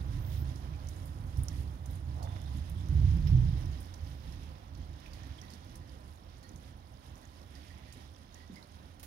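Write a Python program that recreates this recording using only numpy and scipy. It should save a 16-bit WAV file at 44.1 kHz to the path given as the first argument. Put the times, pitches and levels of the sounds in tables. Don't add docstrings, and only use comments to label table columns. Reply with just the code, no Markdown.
import sys
import numpy as np
from scipy import signal
from scipy.fft import rfft, irfft, next_fast_len
from scipy.io import wavfile
from scipy.ndimage import uniform_filter1d, map_coordinates

SR = 44100
rng = np.random.default_rng(int(sys.argv[2]) if len(sys.argv) > 2 else 0)


def to_wav(sig):
    pcm = np.clip(np.atleast_2d(sig), -1, 1) * 32767
    pcm = np.round(pcm).astype(np.int16)
    wavfile.write(sys.argv[1], SR, pcm.T)


N = 399546
TOP_HZ = 15800


def rain(hiss_db=-60.0, fizz_db=-71.5, splash_share=0.35):
    # f/Hz, level/dB
    hiss_spectrum = [(600, -21), (1400, -4), (1850, 4), (2400, -0.5), (3300, 4), (4400, -4.5), (5200, 0.5),
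                     (6400, -6), (8000, -17), (11000, -25)]
    spray_spectrum = [(4500, -32), (6500, 1.5), (8800, 3), (10000, -0.5), (11300, 3.5), (12500, -6),
                      (15800, -36)]
    # t/s, level/dB
    spray_levels = [(0.5, -73), (0.71, -79), (0.99, -69.5), (1.35, -77), (1.56, -72), (2.12, -76.5),
                    (3.46, -74.5), (4.27, -77), (4.71, -82), (5.02, -81.5), (6.01, -76.5), (6.17, -76),
                    (6.43, -96), (6.55, -73), (6.78, -84), (7.32, -75.5), (8.24, -81), (8.95, -80.5)]
    flurry, drift_db = wobble(16), curves(spray_levels)[0]
    drops = patter(rate=900, centre_hz=5200, spread=.35, cycles=7, scatter_db=2.6)
    hiss = diffuse(noise(N) + .33 * drops, lambda f: amp(along(hiss_spectrum, f)))
    grain = np.hypot(1 - splash_share, splash_share * splashes(rate=55, scatter_db=4.8, decay_s=.005))
    spray = diffuse(noise(N) * grain, lambda f: amp(along(spray_spectrum, f)))
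    hiss *= amp(hiss_db + shower(follow=1, fade_db_per_s=0) + 1.6 * flurry)
    spray *= amp(fizz_db + drift_db - drift_db.mean() + 2.5 * flurry)
    return hiss + spray


def shower(follow, fade_db_per_s, usual_db=-67):
    # t/s, level/dB
    strength = [(0, -65), (.5, -65.5), (1.25, -70.5), (1.55, -67.5), (2.0, -70.5), (2.3, -66.5),
                (2.84, -67), (2.98, -63), (3.4, -62.5), (4.1, -66.5), (4.6, -69), (4.95, -67.5),
                (5.45, -65.5), (5.8, -68.5), (6.3, -72), (6.5, -68), (6.85, -71.5), (7.15, -68.5),
                (7.75, -68), (8.2, -69), (8.5, -68), (9.06, -72)]
    return follow * (curves(strength)[0] - usual_db) - fade_db_per_s * np.arange(N) / SR


def patter(rate, centre_hz, spread, cycles, scatter_db, size=256):
    when, pitch, weak, *phases = rng.random((int(rate * N / SR), 5)).T[:, :, None]
    hz = np.clip(centre_hz * np.exp(spread * (2 * pitch - 1)), 200, TOP_HZ)
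    turns = hz * np.arange(size) / SR
    envelope = amp(-scatter_db * np.log(weak + 0.13)) * np.exp(-turns / cycles)
    at = (when * N).astype(int) + np.arange(size)
    ports = [envelope * np.sin(2 * np.pi * (turns + phase)) for phase in phases]
    return unit(np.array([np.bincount(at.ravel(), p.ravel(), N + size)[:N] for p in ports]))


def splashes(rate, scatter_db, decay_s):
    when, weak = rng.random((int(rate * N / SR), 2)).T
    energy = np.bincount((when * N).astype(int), amp(-scatter_db * np.log(weak + 0.0082)) ** 2, N)[:N]
    return unit(np.sqrt(signal.lfilter([1], [1, -np.exp(-1 / (decay_s * SR))], energy)))


def droplets():
    # rate/(1/s), level/dB, centre f/Hz, spread in log pitch, decay/cycles
    kinds = [(45, -73, 4800, .4, 5), (25, -79, 9500, .2, 3)]
    ticks = sum(amp(db) * patter(rate, hz, spread, cycles, scatter_db=3.2, size=512)
                for rate, db, hz, spread, cycles in kinds)
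    return amp(shower(follow=.6, fade_db_per_s=.2)) * yard(ticks, t60=.05, wet_db=-1)


def patter_swells():
    # crest t/s, length/s, level/dB, centre f/Hz
    falls = [(4.403, 0.69, -63.5, 3420), (5.194, 0.6, -65, 2250), (7.778, 0.67, -62.5, 2680)]
    out, t = np.zeros((2, N)), np.arange(N) / SR
    for s, length, db, hz in falls:
        drops = patter(rate=1200, centre_hz=hz, spread=.35, cycles=2.5, scatter_db=2.6)
        out += amp(db) * np.cos(np.pi * np.clip((t - s) / length, -.5, .5)) * drops
    return out


def drips(attack_s=0.0016, tick_t60=0.013, spray_width_hz=6500, spatter_db=-53):
    # t/s, tick level/dB, tick f/Hz, spray level/dB, spray f/Hz, spray t60/s
    main_drips = [(0.557, -44, 5600, -45, 5160, 0.11), (.8704, -44, 5850, -54, 5000, .02),
                  (.886, -38, 6270, -43, 8500, 0.073), (.962, -45, 6300, -55, 9000, .04),
                  (1.055, -49, 9400, -46, 11500, .09), (1.371, -42, 5500, -46, 10000, 0.13),
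                  (1.433, -31.5, 9900, -37, 10500, .022), (1.4831, -26.5, 5600, -35.5, 7000, 0.028),
                  (1.62, -56, 10100, -51, 12000, .027), (1.858, -42, 6200, -48, 8500, 0.058),
                  (1.909, -53, 13000, -48, 12000, .06), (2.226, -45.5, 4600, -39.5, 5900, .1),
                  (2.415, -45.5, 6140, -49, 9200, .03), (2.696, -49, 5740, -44, 11000, 0.057),
                  (2.885, -44, 5810, -49, 10500, 0.034), (3.657, -45, 5640, -53, 10000, .03),
                  (3.803, -43.5, 8980, -48, 10450, 0.15), (3.9395, -41, 5600, -45, 4800, .05),
                  (4.3224, -44, 5330, -49, 6000, 0.067), (4.7506, -45.5, 5200, -58, 4000, 0.034),
                  (5.06, -42, 2500, -46, 3000, 0.053), (5.132, -42, 4730, -44, 4600, 0.15),
                  (5.233, -46, 5700, -56, 5500, .04), (5.414, -36, 5700, -46, 6500, .03),
                  (5.501, -44, 4970, -44, 5960, 0.11), (5.535, -39, 5100, -47, 5400, 0.079),
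                  (5.6945, -49, 5620, -61, 5500, .03), (5.755, -43, 5900, -42.5, 9100, 0.069),
                  (5.894, -45, 4900, -63, 5000, .02), (6.37, -51.5, 6200, -60, 6000, .02),
                  (6.428, -53, 5360, -46, 4600, 0.078), (6.491, -43, 6250, -57, 10000, 0.043),
                  (6.559, -41, 6350, -51, 7000, 0.073), (7.155, -44.5, 6000, -54, 8000, 0.069),
                  (7.252, -44.5, 6300, -59, 7000, .03), (7.415, -51, 5030, -53, 6000, .024),
                  (7.552, -40, 4720, -48, 6500, .035), (7.924, -43, 5100, -44, 7550, .095),
                  (8.161, -45, 5240, -56, 8000, .03), (8.3433, -38.5, 5960, -46, 7600, 0.028),
                  (8.557, -43.5, 5000, -47, 6500, .05), (8.6258, -42, 4340, -61, 8000, .024)]
    out, spray, t = np.zeros((2, N)), np.zeros((2, N)), np.arange(SR // 8) / SR
    for s, tick_db, hz, spray_db, spray_hz, t60 in main_drips + light_drips():
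        add(out, s, amp(tick_db) * burst(hz, 0.23 * hz, swell(t, attack_s, tick_t60)))
        add(spray, s, amp(spray_db) * burst(spray_hz, spray_width_hz, swell(t, attack_s, t60)))
    for s, _, hz, _, _, t60 in main_drips:
        flight_s = 0.025 * rng.uniform(0.22, 1)
        add(out, s + flight_s, amp(spatter_db) * burst(hz, hz, swell(t, attack_s, t60)))
    return yard(out + spray * amp(2 * wobble(600)), t60=.17, wet_db=-14)


def light_drips(rate=16, range_db=7, tick_hz=5450, spray_hz=9000, octaves=0.84, t60=0.05):
    level_db = -53 + shower(follow=0.38, fade_db_per_s=-0.2)
    rows = []
    for when, weak, pitch, dry in rng.random((int(rate * N / SR), 4)):
        db, ratio = level_db[int(when * N)], 2 ** (octaves * (pitch - .5))
        tick_db, spray_db = db - range_db * weak, db - 6 - range_db * dry
        rows.append((when * N / SR, tick_db, tick_hz * ratio, spray_db, spray_hz * ratio, t60))
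    return rows


def plinks(level_db=-3, blur=0.085, glide_s=.009, overtone_ratio=2.37):
    # t/s, level/dB, f/Hz, t60/s
    gutter_drips = [(.73, -55, 2430, 0.14), (1.513, -58, 1900, .25), (2.455, -57, 3760, .2),
                    (2.77, -55, 3480, .25), (3.268, -46, 5400, .13), (4.323, -59, 1850, 0.33),
                    (5.061, -55, 2400, .14), (5.136, -58, 2030, 0.23), (5.228, -60, 1844, 0.34),
                    (5.379, -49, 3310, .08), (5.417, -53, 1940, .3), (5.805, -61, 1885, .3),
                    (6.431, -55.5, 1880, 0.29), (6.43, -58, 4380, 0.21), (7.218, -61, 1910, .3),
                    (7.555, -57, 1930, .2), (7.699, -55, 1930, 0.21), (7.872, -58, 1873, 0.37),
                    (8.351, -56, 1910, .22), (8.398, -55, 1940, .22), (8.558, -51, 2080, 0.21),
                    (8.623, -59, 4380, .12)]
    out, t = np.zeros((2, N)), np.arange(SR // 2) / SR
    ring = lambda hz: unit(band(len(t), hz, blur * hz))
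    for s, db, hz, t60 in gutter_drips:
        turns = np.cumsum(hz * (1 - .1 * np.exp(-t / glide_s))) / SR
        bubble = unit(np.sin(2 * np.pi * (turns + rng.random((2, 1)))))
        plink = amp(-5) * bubble + ring(hz) + amp(-8) * ring(overtone_ratio * hz)
        add(out, s, amp(db + level_db) * swell(t, 0.0062, t60) * plink)
    return out


def rumble(usual_db=-36.5):
    # t/s, level/dB
    grip = [(0, -36.5), (.6, -37), (1.3, -41.5), (1.7, -38.5), (2.3, -39), (2.885, -40), (2.915, -24),
            (3.15, -27.5), (3.5, -27.5), (3.78, -43), (4.6, -47.5), (5.5, -48), (6.2, -53), (6.8, -52),
            (9.06, -56)]
    jolts = [(.1, -33.5), (.27, -45), (.45, -40), (1.363, -29), (2.05, -38.5), (2.887, -23.5), (3.296, -20),
             (4.0, -37), (4.26, -40), (4.76, -41.5), (5.28, -49), (5.77, -46.5), (6.53, -44), (7.06, -44.5)]
    # f/Hz, width/Hz, level/dB
    body_modes = [(41.2, 16, 5), (69.4, 25.5, 9), (84.7, 14.2, 1), (185, 53, -13.5), (311, 89, -11)]
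    rattle_modes = [(94.8, 44, -7.5), (125.5, 17.7, -0.5), (149.1, 20.4, -4), (164.8, 21, -14)]
    shell_modes = [(200, 22, -3), (261.5, 74, -1.5), (301, 94, -1.5)]
    t, grip_db = np.arange(N) / SR, curves(grip)[0]
    lurch_db = np.minimum(3.2 * wobble(15), 2.5) * np.where(grip_db < usual_db, 1, .5)
    power = amp(grip_db + lurch_db) ** 2
    power += sum((amp(db) * swell(t - s, rise=0.031, t60=0.35)) ** 2 for s, db in jolts)
    shake_db = 10 * np.log10(power)
    rattle_db = shake_db - 3.5 + 0.3 * np.minimum(shake_db + 34, 0)
    shell_db = -53.5 + 0.75 * np.minimum(shake_db - usual_db, 5)
    body = amp(shake_db + 2.35) * tremor(body_modes, top_hz=149, steadiness=0.7)
    rattle = amp(rattle_db) * tremor(rattle_modes, top_hz=166, steadiness=0.86)
    shell = amp(shell_db) * tremor(shell_modes, top_hz=377, steadiness=0.15)
    return body + rattle + shell * amp(2 * wobble(22))


def tremor(modes, top_hz, steadiness):
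    body = lambda f: sum(amp(db) * resonance(f, hz, width) ** 2 for hz, width, db in modes)
    shake = unit(filtered(rng.standard_normal(N), lambda f: body(f) / np.sqrt(1 + (f / top_hz) ** 8)))
    power = uniform_filter1d(uniform_filter1d(shake ** 2, size=1500), size=1500)
    envelope = np.sqrt(np.abs(power) + 1e-6)
    return unit(shake / envelope ** steadiness)


def handling():
    # t/s, level/dB, centre f/Hz, half-width/Hz, rise/s, t60/s
    touches = [(2.15, -45.5, 680, 330, 0.073, 0.79), (2.23, -61, 3540, 170, .03, 1.8),
               (2.272, -46, 1000, 1300, 0.00092, 0.02), (2.362, -45.5, 1090, 2100, 0.002, 0.033),
               (2.53, -42, 190, 80, 0.029, .25), (3.268, -48, 2700, 3100, 0.002, 0.19),
               (3.29, -26, 126.1, 13.5, 0.095, 1.1), (5.52, -48, 200, 130, 0.016, 0.18),
               (6.48, -51, 237, 135, .02, 0.37), (7.949, -52.5, 259, 120, .015, 0.16),
               (8.495, -41.5, 210, 105, 0.0048, 0.31), (8.995, -50.5, 3950, 9200, 0.0023, 0.091),
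               (9.029, -43, 3360, 77000, 0.00081, 0.15)]
    out, t = np.zeros((2, N)), np.arange(SR) / SR
    for s, db, hz, half_width, rise, t60 in touches:
        rub = diffuse(noise(len(t)), lambda f: resonance(f, hz, 2 * half_width) ** 4)
        add(out, s, amp(db) * swell(t, rise, t60) * rub)
    return out


def squeaks(air_db=-7, edge_s=0.0061):
    # t/s, f/Hz, level/dB
    contours = [
        [(.185, 13200, -68), (.222, 12850, -59), (.24, 13700, -59), (.275, 14050, -56), (.3, 14600, -55),
         (.365, 15300, -55), (.405, 14100, -57), (.44, 13100, -62)],
        [(4.03, 12800, -77), (4.06, 13400, -71), (4.1, 13600, -72), (4.145, 13300, -75), (4.175, 13950, -74),
         (4.195, 13500, -75), (4.225, 14200, -79), (4.265, 13200, -67.5)],
    ]
    # ratio to the pitch, level/dB
    partials = [(1.01, -4.5), (1.055, -9), (1.115, -5), (.93, -13), (.835, -16)]
    out, t = np.zeros((2, N)), np.arange(N) / SR
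    for rows in contours:
        hz, db = curves(rows)
        gate = np.clip(np.minimum(t - rows[0][0], rows[-1][0] - t) / edge_s, 0, 1)
        warble = 1 + .008 * wobble(1500) + .005 * wobble(60)
        phase = 2 * np.pi * np.cumsum(hz * warble) / SR
        air = unit(band(N, hz=13800, width=4500))
        lines = sum(amp(line_db + 2.4 * wobble(90)) * np.sin(k * phase) for k, line_db in partials)
        out += amp(db + 2 * wobble(150)) * gate * (lines + amp(air_db) * air)
    return out


def town(level_db=-49, bass_left_db=-4):
    # f/Hz, level/dB
    spectrum = [(25, -40), (55, -26), (78, 22.5), (105, 10.5), (200, 5), (300, 5), (430, -1.5), (620, 0.5),
                (780, 2.5), (1020, -2), (1400, -4.5), (2200, -13), (5000, -25.5)]
    # f/Hz, width/Hz, level over the roar/dB
    drones = [(198.3, 13.6, 6), (260.8, 10, 6), (523.3, 17.5, 6), (610, 9.4, 5), (794, 47, -8),
              (1011.5, 12.5, 7.5)]
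    # t/s, level/dB
    rise = [(0, 0), (6.5, 0), (8.1, 0), (8.6, 1.5)]
    peaks = lambda f: sum(np.abs(amp(db) * resonance(f, hz, width)) ** 2 for hz, width, db in drones)
    lean = lambda f: np.array([amp(along([(110, bass_left_db), (250, 0.0046)], f)), np.ones_like(f)])
    roar = diffuse(noise(N), lambda f: amp(along(spectrum, f)) * np.sqrt(1 + peaks(f)))
    drift_db = curves(rise)[0] + shower(follow=0.43, fade_db_per_s=0.5744) + 0.81 * wobble(14)
    return amp(level_db + drift_db) * filtered(roar, lean)


def yard(x, t60, wet_db):
    t = np.arange(SR // 3) / SR
    tail = noise(len(t)) * amp(-60 * t / t60)
    return x + amp(wet_db) * signal.fftconvolve(x, tail / np.linalg.norm(tail[0]), axes=1)[:, :N]


def diffuse(pair, response):
    # f/Hz, coherence
    coherence = [(100, 1), (290, 0.85), (520, 1), (750, 0.75), (1200, 0.51), (2100, 0.22), (4500, 0.23)]
    turn = lambda f: np.arccos(np.clip(along(coherence, f), -1, 1)) / 2
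    mid, side = filtered(pair, lambda f: response(f) * np.array([np.cos(turn(f)), np.sin(turn(f))]))
    return unit(np.array([mid + side, mid - side]))


def noise(n):
    return rng.standard_normal((2, n))


def band(n, hz, width):
    return filtered(noise(n), lambda f: resonance(f, hz, width) ** 2)


def burst(hz, width, envelope):
    puff = envelope * band(len(envelope), hz, width)
    return puff / np.abs(puff).max(axis=1, keepdims=True)


def swell(t, rise, t60):
    return np.clip(t / rise, 0, 1) * amp(-60 * np.maximum(t - rise, 0) / t60)


def resonance(f, hz, width):
    return 1j * f * width / (hz * hz - f * f + 1j * f * width)


def filtered(x, response):
    n = x.shape[-1]
    m = next_fast_len(n + 8192)
    return irfft(rfft(x, m) * response(np.fft.rfftfreq(m, 1 / SR)), m)[..., :n]


def wobble(rate):
    return map_coordinates(rng.standard_normal(int(N * rate / SR) + 4), [np.arange(N) * rate / SR])


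def curves(rows):
    s, *cols = np.transpose(rows)
    return [np.interp(np.arange(N) / SR, s, c) for c in cols]


def along(points, hz):
    f, v = np.transpose(points)
    return np.interp(np.log(hz + 1), np.log(f + 1), v)


def add(track, s, sound):
    part = track[:, max(round(s * SR), 0):][:, :sound.shape[-1]]
    part += sound[..., :part.shape[-1]]


def amp(db):
    return 10 ** (np.asarray(db) / 20)


def unit(x):
    return x / np.sqrt(np.mean(x ** 2) + 1e-20)


def scene():
    return (rumble() + town() + rain() + droplets() + patter_swells()
            + drips() + plinks() + handling() + squeaks())


def record(dry, left_lag_s=.00043, notch_hz=7800, notch_width_hz=1200, low_cut_hz=40.7):
    # f/Hz, level/dB
    left_port = [(100, -6.5), (200, -4.5), (700, -8), (1300, -6.5), (1900, -9.5), (2400, -10.5),
                 (3150, -15.5), (3900, -8), (5100, -17), (5800, -26), (7300, -15), (8600, -1),
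                 (12200, -8.5), (15000, -6)]
    left = lambda f: amp(along(left_port, f)) * np.exp(-2j * np.pi * f * left_lag_s)
    ports = lambda f: np.array([left(f), np.ones_like(f)])
    notch = lambda f: 1 - .7 * resonance(f, notch_hz, notch_width_hz)
    low_cut = lambda f: 1 / np.sqrt(1 + (low_cut_hz / (f + 1)) ** 16)
    return filtered(dry, lambda f: ports(f) * notch(f) * low_cut(f) * (f < TOP_HZ))


dry = scene()
out = record(dry)
to_wav(out)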